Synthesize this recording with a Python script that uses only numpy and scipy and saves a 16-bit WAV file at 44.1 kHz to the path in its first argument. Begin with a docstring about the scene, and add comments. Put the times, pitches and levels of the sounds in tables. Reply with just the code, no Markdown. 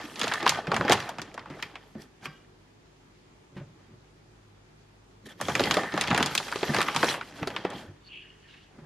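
"""Throughout, an appliance hums under microphone hiss in a small tiled kitchen: sines over bands of noise.
From the start, hands open, pat and squeeze a stiff paper flour bag close by: noise bursts and ringing
panels for the creases, clicked modes for the crackle, narrow noise for skin on paper. Soft knocks go
through the worktop as decaying sines; past 2 s a metal utensil rattles faintly, then a lull, and from
5 s the bag is worked again. From 8 s a scoop is scraped: friction noise through resonances."""
import sys
import numpy as np
from scipy import signal
from scipy.io import wavfile

SR = 44100
rng = np.random.default_rng(int(sys.argv[2]) if len(sys.argv) > 2 else 0)


def file_out(sig):
    """Save sig as 16-bit WAV at sys.argv[1]."""
    # one column per channel
    cols = np.atleast_2d(sig).T
    # limit, then scale
    lim = np.clip(cols, -1, 1)
    pcm = np.round(lim * 32767).astype(np.int16)
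    wavfile.write(sys.argv[1], SR, pcm)


def invert_db(level):
    """Linear amplitude ratio for a level in decibels (20 dB per decade), elementwise."""
    return 10 ** (np.asarray(level, dtype=float) / 20)


N = 390285


def rms_one(x):
    """Scale to unit rms."""
    return x / np.sqrt(np.mean(x ** 2) + 1e-20)


def in_time(rows):
    """Columns of a curve table at every sample, -120 dB outside it."""
    s, *columns = np.transpose(rows)
    t = np.arange(N) / SR
    return np.array([np.interp(t, s, column, left=-120, right=-120) for column in columns])


def at_hz(points, hz):
    """Read a table on a log-frequency axis."""
    table_hz, values = np.array(points).T
    return np.interp(np.log(hz), np.log(table_hz), values)


def drift(rate_hz):
    """Slow random wander of rms 1: noise through a double pole, run at every 40th sample."""
    r = np.exp(-80 * np.pi * rate_hz / SR)
    white = rng.standard_normal(N // 40 + 2002)
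    slow = signal.lfilter([1], [1, -2 * r, r * r], white)[2000:]
    return np.interp(np.arange(N) / 40, np.arange(len(slow)), rms_one(slow))


def dying(power, t60_s):
    """Each burst of power fades by 60 dB in t60_s."""
    return signal.lfilter([1], [1, -invert_db(-120 / (t60_s * SR))], power + 1e-18)


def ring(clicks, hz, t60_s):
    """A unit click sets a decaying sine of height 1 ringing."""
    r, w = invert_db(-60 / (t60_s * SR)), 2 * np.pi * hz / SR
    return signal.lfilter([0, np.sin(w)], [1, -2 * r * np.cos(w), r * r], clicks + 1e-18)


def across(hz, sub, boom, body, crisp, sizzle, top):
    """Level at one pitch, between levels given from the deepest range to the highest."""
    centres_hz = [55, 170, 900, 3800, 9000, 15000]
    weights = [np.interp(np.log(hz), np.log(centres_hz), row) for row in np.eye(6)]
    return np.dot(weights, [sub, boom, body, crisp, sizzle, top])


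def banded(envelope_at, side_table):
    """Half-octave bands of noise, each under its own envelope, with a side signal of its own."""
    out, white = 0, rng.standard_normal((2, 2, N))
    edges_hz = 28 * 2 ** np.arange(0, 9.1, 1 / 2)
    for k, (low_hz, high_hz) in enumerate(zip(edges_hz, edges_hz[1:])):
        hz = np.sqrt(low_hz * high_hz)
        unit = np.sqrt(SR / 2 / (high_hz - low_hz))     # rms 1 in every band
        band = signal.butter(2, [low_hz, high_hz], "band", fs=SR, output="sos")
        mid, side = signal.sosfilt(band, unit * white[k % 2] * envelope_at(hz))
        out = out + mid + invert_db(at_hz(side_table, hz)) * side * [[1], [-1]]
    return out


# Air and hiss spectrum. Each row: frequency in Hz, relative density in dB.
ROOM_TONE = [(15, -43), (25, -4.5), (53, -12.5), (69, -7), (101, -3.5), (126, -4.5), (156, 1), (173, -17),
             (193, -2), (331, -6), (359, -2.5), (482, -14.5), (722, -12), (5880, -26), (15500, -48.5)]
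# Stereo width of room tone. Each row: frequency in Hz, side relative to mid in dB.
FAR_SIDE = [(60, -29), (180, -7.5), (550, 0), (1650, 0.5), (4970, 0), (15000, 1.5)]
# Steady hum lines. Each row: frequency in Hz, level in dB.
HUM = [(49.7, -62.5), (149, -65.5), (200, -69), (362, -68.5)]
# Swelling hum line. Each row: time in seconds, level in dB.
DRONE = [(0, -57.5), (2.4, -65), (2.8, -61), (3.4, -63), (4.0, -58), (5.1, -57.5), (5.6, -60), (8.86, -65)]


def room_tone(level_db=-56, drone_hz=103.3):
    """Air and microphone hiss as noise bands; appliance hum as sines wavering in level and phase."""
    def envelope_at(hz):
        """Density times root of frequency gives a half-octave level."""
        return invert_db(at_hz(ROOM_TONE, hz) + 1.0 * drift(6.1)) * np.sqrt(hz)

    air = banded(envelope_at, FAR_SIDE)
    t = np.arange(N) / SR
    hum = 0
    for hz, line_db in HUM + [(drone_hz, in_time(DRONE)[0])]:
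        level = np.sqrt(2) * invert_db(line_db + 2.6 * drift(5.0))
        hum = hum + level * np.sin(2 * np.pi * hz * t + 2.16 * drift(1.0))
    return invert_db(level_db) * air / np.std(air.mean(axis=0)) + hum


# Hands working the bag, one list a handling.
# Each row: time in seconds, crumple in dB, skin rub in dB, bag wall boom in dB.
HANDLING = [
    [(0.0, -39, -55, -49), (0.13, -51, -50, -48), (0.26, -34, -45, -45), (0.396, -37.5, -47, -52),
     (0.44, -27.5, -65, -42), (0.5, -38, -37, -47), (0.542, -34.5, -44.5, -47.5), (0.65, -42.5, -65, -45),
     (0.73, -34, -65, -37), (0.77, -32, -51, -40), (0.81, -39, -57, -32), (0.86, -30, -60, -42),
     (0.906, -27, -54, -29), (1.02, -33.5, -49, -52), (1.156, -45, -67, -41.5), (1.314, -50, -67, -52),
     (1.454, -50, -84, -51), (1.548, -47.5, -64, -43), (1.634, -50, -59, -64), (1.754, -53.5, -69, -57),
     (1.95, -68.5, -68, -67)],
    [(1.95, -42, -75, -33.5), (1.966, -59, -81, -37), (2.018, -55, -51.5, -56), (2.12, -73, -94, -56.5)],
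    [(2.17, -74, -98, -73), (2.258, -49, -41, -39.5), (2.28, -60, -66, -50), (2.45, -68, -80, -74)],
    [(3.4, -95, -94, -69), (3.55, -70.5, -92.5, -57), (3.575, -53, -80, -45), (3.65, -65.5, -86, -46.5),
     (3.772, -98, -92, -59), (3.792, -63, -85.5, -70.5), (3.948, -83, -96, -59), (4.1, -82, -94.5, -78)],
    [(5.22, -75, -102, -64.5), (5.236, -71, -84, -52), (5.252, -70, -72, -48), (5.258, -55, -49, -46),
     (5.272, -59, -49, -43), (5.284, -64, -69, -57), (5.292, -50, -49, -62), (5.325, -56, -56, -54),
     (5.335, -66, -66, -56), (5.37, -78, -76, -45)],
    [(5.37, -74, -71, -54), (5.42, -42, -48, -37), (5.49, -45.5, -42, -32), (5.584, -33.5, -40.5, -37),
     (5.646, -33.5, -38, -31.5), (5.794, -32.5, -45, -40), (5.89, -40.5, -54, -44)],
    [(5.89, -42.5, -53, -53), (6.02, -32.5, -42, -48), (6.12, -31, -55, -56), (6.18, -27.5, -47.5, -25),
     (6.38, -40.5, -43.5, -50), (6.58, -40.5, -46.5, -45), (6.78, -32, -39.5, -33.5),
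     (6.94, -36.5, -48, -47), (7.01, -31.5, -37.5, -35), (7.12, -30.5, -36, -36.5), (7.2, -42.5, -58, -46),
     (7.29, -50, -50.5, -50), (7.33, -53, -63, -45), (7.38, -45.5, -49.5, -45), (7.41, -46, -57, -33),
     (7.63, -40.5, -62, -49), (7.69, -37, -73, -42), (7.78, -44.5, -51.5, -36.5), (7.83, -48.5, -58, -48),
     (8.0, -69, -101, -65)],
    [(8.68, -77, -82, -70), (8.704, -62.5, -99, -61.5), (8.85, -53, -92.5, -50)],
]
HANDS = [np.max([in_time(rows)[c] for rows in HANDLING], axis=0) for c in range(3)]


def pressure_db(hz):
    """How hard the hands work the bag, as a level at one pitch through time."""
    crumple, rub, boom = HANDS
    return across(hz, boom - 14, boom - 5, crumple, .5 * (crumple + rub), rub - 3, rub - 16)


# Modes of the bag walls. Each row: frequency in Hz, width in Hz, relative level in dB.
BAG = [(204.4, 96, 7), (305, 36, 1), (418, 60, 1), (554, 93, -12), (696, 243, -6.5), (830, 65, -5),
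       (980, 290, -10.5), (1200, 35, -9), (1310, 99, -6), (1510, 42, -6.5), (1800, 83, 3.5), (2040, 94, -1),
       (2400, 160, -5.5), (2746, 300, 1), (3224, 110, 2), (4066, 170, -3.5), (4600, 510, 1), (5700, 270, 1),
       (6320, 450, -22.5), (7990, 1520, -10.5), (11630, 230, 6)]
# Stereo width of the bag. Each row: frequency in Hz, side relative to mid in dB.
NEAR_SIDE = [(60, -44), (180, -59), (550, -24.5), (1650, -18), (4970, -5.5), (15000, 3)]


def crackle(crackle_db=-4, shifting_db=4):
    """Clumped small creases each strike about a third of the bag's modes, which wax and wane as it bends."""
    rate_per_s = 700 * invert_db(5 * drift(12))
    born = np.flatnonzero(rng.random(N) < rate_per_s / SR)
    sizes = invert_db(3 * np.minimum(rng.exponential(1, len(born)), 3))
    out = 0
    for hz, width_hz, mode_db in BAG:
        clicks = np.zeros((2, N))
        struck = rng.random(len(born)) < 1 / 3
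        force_db = (pressure_db(hz) + shifting_db * drift(4.2))[born]
        kicks = sizes * struck * rng.standard_normal((2, len(born)))
        clicks[:, born] = kicks * invert_db(force_db + crackle_db + mode_db)
        mid, side = ring(clicks, hz, np.log(1000) / (np.pi * width_hz))
        out = out + mid + invert_db(at_hz(NEAR_SIDE, hz)) * side * [[1], [-1]]
    return out


# Fingertip strokes. Each row: start in seconds, length in seconds, level in dB.
SLIDES = [(5.253, 0.021, -54.5), (5.291, 0.039, -53), (5.43, 0.038, -49), (5.47, 0.053, -48),
          (7.36, .05, -58), (7.697, .016, -43), (7.75, .018, -47), (7.782, 0.021, -50)]


def fingertips(hz=3300, half_width_hz=180, slide_db=-17, edge_s=.003):
    """Skin sliding on coated paper excites one narrow wall mode, a little always and clearly in strokes."""
    band = signal.butter(2, [hz - half_width_hz, hz + half_width_hz], "band", fs=SR, output="sos")
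    slide = rms_one(signal.sosfilt(band, rng.standard_normal(N)))
    t = np.arange(N) / SR
    strokes = 0
    for s, length_s, level_db in SLIDES:
        gate = np.clip(np.minimum(t - s, s + length_s - t) / edge_s, 0, 1)
        strokes = strokes + invert_db(level_db) * gate
    always_db = pressure_db(hz) + slide_db + 1.9 * drift(15) + 3.2 * drift(2)
    return slide * (strokes + invert_db(always_db))


# Loud creases snapping. Each row: time in seconds, body in dB, panel ring in Hz, thump in dB,
# crisp in dB, sizzle in dB.
SNAPS = [(0.158, -54, 4160, -36, -29.5, -55), (0.194, -40, 3900, -45, -28, -38),
         (0.2, -35, 775, -41, -26, -33), (0.214, -25, 1530, -24.5, -13.5, -28.5),
         (0.232, -31.5, 1220, -35, -22, -27), (0.241, -24.5, 434, -28, -12, -38),
         (0.271, -21, 1030, -20, -36, -38.5), (0.279, -43, 1120, -31, -12, -31),
         (0.315, -25, 1630, -51, -32, -52), (0.320, -15, 2000, -54, -25.5, -52),
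         (0.337, -23, 1080, -46, -21, -25), (0.402, -30, 700, -38, -40, -55),
         (0.405, -36, 3220, -33, -34, -56), (0.428, -17.5, 404, -27, -18.5, -40.5),
         (0.459, -28.5, 1740, -24.5, -20, -50), (0.464, -8.5, 915, -37, -16, -31),
         (0.477, -22, 1660, -14, -14.5, -24), (0.493, -21, 1270, -32, -6, -12.5),
         (0.52, -23.5, 855, -52, -22, -49), (0.572, -25, 830, -56, -38, -46),
         (0.588, -21.5, 695, -39, -57, -61), (0.67, -32.5, 1580, -39, -24, -58),
         (0.676, -30.5, 380, -23.5, -38, -54), (0.717, -14.5, 940, -21, -15.5, -45.5),
         (0.735, -19.5, 520, -21, -34, -48), (0.743, -28, 1200, -35, -18, -30),
         (0.764, -15.5, 1750, -16.5, -22, -29.5), (0.81, -21, 714, -22, -20.5, -60),
         (0.85, -14.5, 393, -33.5, -22, -55), (0.88, -19.5, 1480, -25, -20, -61),
         (0.896, -8, 450, -12, -10, -21.5), (0.908, -13, 1200, -29, -21, -34.5),
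         (0.915, -17.5, 484, -14, -8, -29.5), (0.921, -11, 880, -21, -2.5, -11.5),
         (0.930, -27, 1110, -30, -12.5, -18.5), (0.954, -24.5, 410, -43.5, -28, -38.5),
         (1.002, -40, 993, -63, -20, -38), (1.078, -29, 1200, -39, -42, -65),
         (1.091, -26, 845, -60, -25.5, -32), (1.184, -30.5, 830, -23, -27, -44),
         (1.194, -33, 1490, -45, -33, -54), (1.217, -35, 970, -31, -23.5, -34.5),
         (1.342, -37.5, 664, -35, -33.5, -42), (1.377, -28, 950, -40, -31, -67),
         (1.393, -44, 1520, -41, -36, -68), (1.458, -34, 1150, -29, -43, -72),
         (1.5, -39, 790, -38, -37, -52), (1.592, -33, 1430, -55, -50, -65),
         (1.625, -24, 2090, -31, -29, -30.5), (1.755, -29.5, 2040, -54.5, -37.5, -57),
         (2.242, -50, 3400, -55, -52, -55), (2.249, -38, 1700, -45, -43.5, -49),
         (2.256, -25, 2400, -38.5, -32, -43), (3.557, -59, 2500, -63, -59, -65),
         (3.577, -51, 1720, -54, -48, -62), (3.6, -49, 1400, -54, -56, -69.5),
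         (5.401, -35, 1297, -16, -42, -52), (5.412, -21, 1200, -28, -23, -23),
         (5.484, -18, 650, -16.5, -19.5, -37), (5.497, -18, 1190, -38, -25.5, -36),
         (5.552, -15, 1800, -12, -18, -21.5), (5.595, -14.5, 424, -13.5, -10.5, -34),
         (5.604, -18.5, 428, -10.5, -18.5, -28), (5.637, -23, 3300, -21, -18.5, -43),
         (5.657, -33, 1900, -36, -26, -32), (5.710, -22, 1430, -39, -12.5, -21.5),
         (5.741, -18, 1750, -35, -17.5, -23), (5.769, -10, 487, -23.5, -13, -28.5),
         (5.781, -18, 554, -36, -39, -47), (5.833, -21.5, 766, -26, -25, -54),
         (5.921, -34, 1800, -47, -28, -57), (5.939, -17.5, 325, -22, -23, -62),
         (5.965, -27, 890, -24, -30, -55), (5.976, -23, 830, -17, -16, -32.5),
         (6.011, -21, 1960, -14.5, -14.5, -18), (6.038, -31, 1260, -42, -17, -50),
         (6.074, -37, 850, -7, -17, -33), (6.081, -39.5, 1500, -32, -20, -46.5),
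         (6.101, -28, 3120, -33, -33, -52.5), (6.105, -18.5, 340, -13, -18, -45),
         (6.112, -13.5, 1750, -23, -22.5, -39), (6.129, -20, 830, -30, -29, -45),
         (6.146, -15, 1170, -31, -15.5, -29), (6.163, -28, 890, -22, -18, -38),
         (6.177, -13.5, 1750, -10, -20, -20), (6.204, -21, 874, -12, -19, -41),
         (6.227, -19, 2600, -18, -18, -24), (6.26, -26, 840, -59, -12, -22),
         (6.351, -24, 1160, -23, -15.5, -9.5), (6.377, -24, 3500, -29, -18.5, -22),
         (6.4, -25, 790, -38, -34, -41), (6.481, -28, 1700, -58, -31, -39),
         (6.517, -33, 1280, -56, -27, -33), (6.524, -20, 1400, -67, -34, -43),
         (6.558, -19.5, 403, -61, -21.5, -39), (6.589, -50, 373, -37, -23, -46),
         (6.616, -30, 1090, -45, -34, -50), (6.63, -14, 443, -36, -14.5, -71),
         (6.704, -19.5, 332, -31, -31, -52), (6.738, -19, 1750, -26, -36, -35),
         (6.745, -18.5, 1050, -15, -12.5, -23), (6.764, -26, 1180, -30, -16, -30.5),
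         (6.785, -10.5, 375, -31, -12.5, -41), (6.805, -18, 1500, -38, -18, -38.5),
         (6.815, -13.5, 1150, -36, -18.5, -21), (6.827, -42, 1130, -36, -16, -31),
         (6.884, -13, 1860, -54, -27.5, -52), (6.947, -25, 1430, -13, -25, -30),
         (6.962, -16, 870, -74, -10, -23), (7.029, -9.5, 1500, -48, -19, -33),
         (7.034, -9, 411, -19, -24, -37), (7.043, -17.5, 665, -60, -14, -30),
         (7.088, -40, 3300, -47, -23, -29), (7.099, -45, 1610, -40, -27, -34),
         (7.141, -20, 1310, -48, -35, -52), (7.211, -23.5, 1880, -76, -34.5, -51),
         (7.429, -25.5, 1360, -21, -29, -64), (7.473, -17.5, 393, -44, -18.5, -27),
         (7.503, -31, 1410, -39, -36, -46), (7.563, -22, 1650, -27, -21, -60),
         (7.650, -11.5, 413, -29, -27.5, -49), (7.702, -41, 3220, -52, -48, -39),
         (7.734, -54, 1510, -51.5, -46, -43)]


def creases(slips_per_s=24, spread_db=3, dull_db=8.5, colour_db=5, crisp_share=0.39, crisp_db=2):
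    """The loud snaps and the lesser slips, which come at random and grow with the hands' effort."""
    chance = rng.random((int(slips_per_s * N / SR), 5))
    s = chance[:, 0] * (N / SR - .1)
    crumple, rub, boom = (level[(s * SR).astype(int)] for level in HANDS)
    size = -spread_db * np.log(1 - .95 * chance[:, 1])
    bass, treble = colour_db * (2 * chance[:, 3:].T - 1)
    body = crumple + size
    ring_hz = 400 * 2 ** (3.2 * chance[:, 2])
    sizzle = rub + size + treble - dull_db
    crisp = body + crisp_share * (sizzle - body) + crisp_db     # between body and treble
    slips = [s, body, ring_hz, boom + size + bass, crisp, sizzle]
    return np.hstack([np.transpose(SNAPS), slips])


# Decay of the paper. Each row: frequency in Hz, T60 in seconds.
SNAP_T60 = [(100, 0.39), (300, 0.046), (1000, 0.071), (2500, 0.053), (5000, 0.057), (12000, 0.008)]
# Decay of the kitchen. Each row: frequency in Hz, T60 in seconds.
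KITCHEN_T60 = [(100, 1), (1000, 0.17), (4000, 0.44), (12000, 0.046)]


def paper(snaps, rub_db=-6, wet_db=-14, follow_db=-15, follow_s=0.014, rise_t60_s=0.006,
          crack_db=8.5, crack_t60_s=0.0057):
    """Each snap and the smaller slips after it set every band of the sheet rattling; the room prolongs it."""
    s, body, ring_hz, thump, crisp, sizzle = snaps
    chance = rng.random((len(s), 6))
    late = s[:, None] + follow_s * chance[:, :3]
    weaker_db = follow_db - 8 * chance[:, 3:]

    def envelope_at(hz):
        """Rattle of one band over the rub of the hands."""
        colour_db = 2.5 * rng.standard_normal((len(s), 4))
        level_db = across(hz, thump - 22, thump - 5, body - 5, crisp - 2.5, sizzle - .1, sizzle - 14)
        level_db -= 6.15 * np.minimum(abs(np.log2(hz / ring_hz)), 2)      # strongest near the panel's pitch
        kicks = np.zeros(N)
        kicks[(late * SR).astype(int)] = invert_db(level_db[:, None] + weaker_db + colour_db[:, 1:]) ** 2
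        kicks[(s * SR).astype(int)] = invert_db(level_db + colour_db[:, 0]) ** 2
        # a crease gives way over a moment
        kicks = dying(kicks, rise_t60_s) * (1 - invert_db(-120 / (rise_t60_s * SR)))
        crack = invert_db(crack_db) ** 2 * dying(kicks, crack_t60_s)
        direct = dying(kicks, at_hz(SNAP_T60, hz)) + crack
        room_t60_s = at_hz(KITCHEN_T60, hz)
        echo = dying(direct, room_t60_s) * invert_db(wet_db) ** 2 * 6 * np.log(10) / (room_t60_s * SR)
        rub = invert_db(pressure_db(hz) + rub_db + 2.0 * drift(7.4))
        return np.sqrt(direct + echo + rub ** 2)

    return banded(envelope_at, NEAR_SIDE)


def panels(snaps, ring_db=-4, ping_db=-8, ping_t60_s=0.0144, ring_s=0.02, ring_cycles=10.0):
    """The panel by each crease rings, a weaker neighbour mode beating on it; the edge adds a high ping."""
    out, t = np.zeros(N + 4000), np.arange(4000) / SR
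    chances = rng.random((len(snaps[0]), 3))
    for (s, body, hz, thump, crisp, sizzle), chance in zip(np.transpose(snaps), chances):
        i = int(s * SR)
        level_db = body if hz < 2500 else crisp
        neighbour_hz = hz * (0.615 + 0.57 * chance[1])
        pair = np.sin(2 * np.pi * hz * t) + chance[0] * np.sin(2 * np.pi * neighbour_hz * t)
        ping = np.sin(2 * np.pi * 3000 * 2 ** (1.2 * chance[2]) * t)
        t60_s = ring_s + ring_cycles / hz
        out[i:i + len(t)] += invert_db(level_db + ring_db - 60 * t / t60_s) * pair
        out[i:i + len(t)] += invert_db(crisp + ping_db - 60 * t / ping_t60_s) * ping
    return out[:N]


# Soft knocks of hands and bag. Each row: time in seconds, thud level in dB, crack level in dB, thud in Hz.
KNOCKS = [(0.679, -19.5, -52, 166), (0.798, -14.5, -26, 190), (1.502, -27, -34, 280),
          (1.956, -28, -47, 221), (2.228, -42, -37.5, 202), (2.258, -32.5, -48, 267),
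          (2.279, -39.5, -52, 150), (3.522, -41, -65, 130), (3.545, -45, -55, 253),
          (3.564, -24, -34.5, 187), (3.607, -30.5, -47, 139), (3.614, -32.5, -55, 600),
          (3.666, -44, -61, 150), (3.697, -41.5, -65.5, 132), (3.901, -40.5, -54, 216),
          (3.933, -38.5, -67, 124), (5.934, -24.5, -37, 283), (6.694, -12, -51, 226),
          (7.882, -32, -60, 98.3), (8.782, -34.5, -45, 231), (8.821, -38.5, -61, 145)]
# Worktop modes. Each row: frequency in Hz, relative level in dB, T60 in seconds.
WORKTOP = [(104, -8.5, 0.081), (148.2, 2, 0.135), (255, 3, 0.047), (356, -3, 0.14), (567, -6, 0.082)]


def knocks(thud_cycles=24.7):
    """A padded contact gives a low thud, strikes the worktop modes and leaves a dull crack."""
    out, t = np.zeros(N + 12000), np.arange(12000) / SR
    dull = signal.butter(2, [400, 2000], "band", fs=SR, output="sos")
    for s, thud_db, crack_db, thud_hz in KNOCKS:
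        i, rise = int(s * SR), 1 - np.exp(-t / 0.0045)
        for hz, level_db, t60_s in WORKTOP + [(thud_hz, 4, thud_cycles / thud_hz)]:
            fade = invert_db(thud_db - 5.5 + level_db - 60 * t / t60_s)
            out[i:i + len(t)] += rise * fade * np.sin(2 * np.pi * hz * t)
        noise = rms_one(signal.sosfilt(dull, rng.standard_normal(len(t))))
        out[i:i + len(t)] += invert_db(crack_db - 60 * t / 0.11) * (1 - np.exp(-t / 0.0069)) * noise
    return out[:N]


# Utensil jolted. Each row: time in seconds, level in dB.
JOLTS = [(2.224, -67.5), (2.254, -62.5)]
# Utensil modes. Each row: frequency in Hz, relative level in dB, T60 in seconds.
UTENSIL = [(772, 6, 0.2), (1120, 5.5, .25), (1176, 1, 0.24), (1295, -2, 0.31), (1584, 2, 0.4),
           (1600, 6, 0.13), (1943, -4, 0.59), (2170, 4, .15), (2360, 3, 0.55), (2600, -3, 0.28),
           (2896, -3, 0.65), (3300, -6, 0.35), (3714, -8, 0.34), (4877, -4, .35), (5443, -10, .25)]


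def utensil(rattle_s=.025):
    """A jolted metal utensil chatters in its holder; its modes come in close threes and flutter."""
    out = 0
    for hz, level_db, t60_s in UTENSIL:
        for detune in (.985, 1, 1.012):
            clicks = np.zeros(N)
            for s, jolt_db in JOLTS:
                late = np.arange(6) / 6 * rng.uniform(.5, 1.5, 6)     # in units of rattle_s
                heights = invert_db(jolt_db + 4 + level_db - 20.0 * late)
                clicks[((s + rattle_s * late) * SR).astype(int)] = heights * rng.choice([-1, 1], 6)
            out = out + ring(clicks, hz * detune, t60_s) * (1 + .6 * drift(40))
    return out


# Scrape through time. Each row: time in seconds, main rings in dB, low rings in dB, high rings in dB,
# broad scuff in dB.
SCRAPE = [(8.0, -76, -79, -77, -83), (8.03, -76, -86.5, -59.5, -84), (8.076, -60.5, -60, -55, -68),
          (8.11, -50, -64, -62, -77), (8.138, -39.5, -73, -68, -72), (8.19, -47, -68, -69, -73.5),
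          (8.23, -50.5, -53, -69.5, -76), (8.31, -57.5, -62, -72.5, -80), (8.37, -67, -68, -76, -78),
          (8.44, -62, -61.5, -75, -76), (8.475, -60, -56, -74, -68), (8.51, -54, -60, -71, -56),
          (8.59, -61.5, -60.5, -69, -62), (8.66, -70, -67, -80.5, -68), (8.75, -72.5, -85.5, -82, -87)]
# Scoop resonances, one list a SCRAPE level. Each row: frequency in Hz, width in Hz, relative level in dB.
SCOOP = [
    [(2605, 410, -0.5), (2880, 220, 1), (3200, 260, -4.5)],
    [(1750, 440, -1), (2199, 150, -7)],
    [(3620, 450, -8.5), (4420, 300, -2.5)],
    [(3300, 2130, 0)],
]


def scoop(side_db=-9):
    """Fine uneven friction excites each group of rings; each ring is applied twice for steep flanks."""
    out = 0
    for rings, level_db in zip(SCOOP, in_time(SCRAPE)):
        for hz, width_hz, ring_db in rings:
            r = np.exp(-np.pi * width_hz / SR)
            section = [(1 - r * r) / 2, 0, (r * r - 1) / 2, 1, -2 * r * np.cos(2 * np.pi * hz / SR), r * r]
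            friction = rng.standard_normal((2, N)) * invert_db(3 * drift(25))
            ringing = rms_one(signal.sosfilt([section, section], friction))
            mid, side = invert_db(ring_db + level_db) * ringing
            out = out + mid + invert_db(side_db) * side * [[1], [-1]]
    return out


def scene():
    """All sources, nearly centred; a small bag radiates little deep bass."""
    snaps = creases()
    bag = paper(snaps) + crackle() + panels(snaps) + fingertips()
    bag = signal.sosfilt(signal.butter(2, 103, "high", fs=SR, output="sos"), bag)
    balance = invert_db([[-.15], [.15]])     # left, right
    return (bag + knocks() + utensil() + scoop()) * balance + room_tone()


def band_limit(x):
    """A steep low-pass at the top of the band."""
    return signal.sosfilt(signal.butter(12, 16490, fs=SR, output="sos"), x)


def record(dry):
    """The top is cut at 15.9 kHz and loud peaks are rounded."""
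    cut = signal.sosfilt(signal.cheby2(10, 60, 15900, fs=SR, output="sos"), dry)
    mix = 0.74 * np.tanh(cut / 1.283)
    return band_limit(mix)


dry = scene()
out = record(dry)
file_out(out)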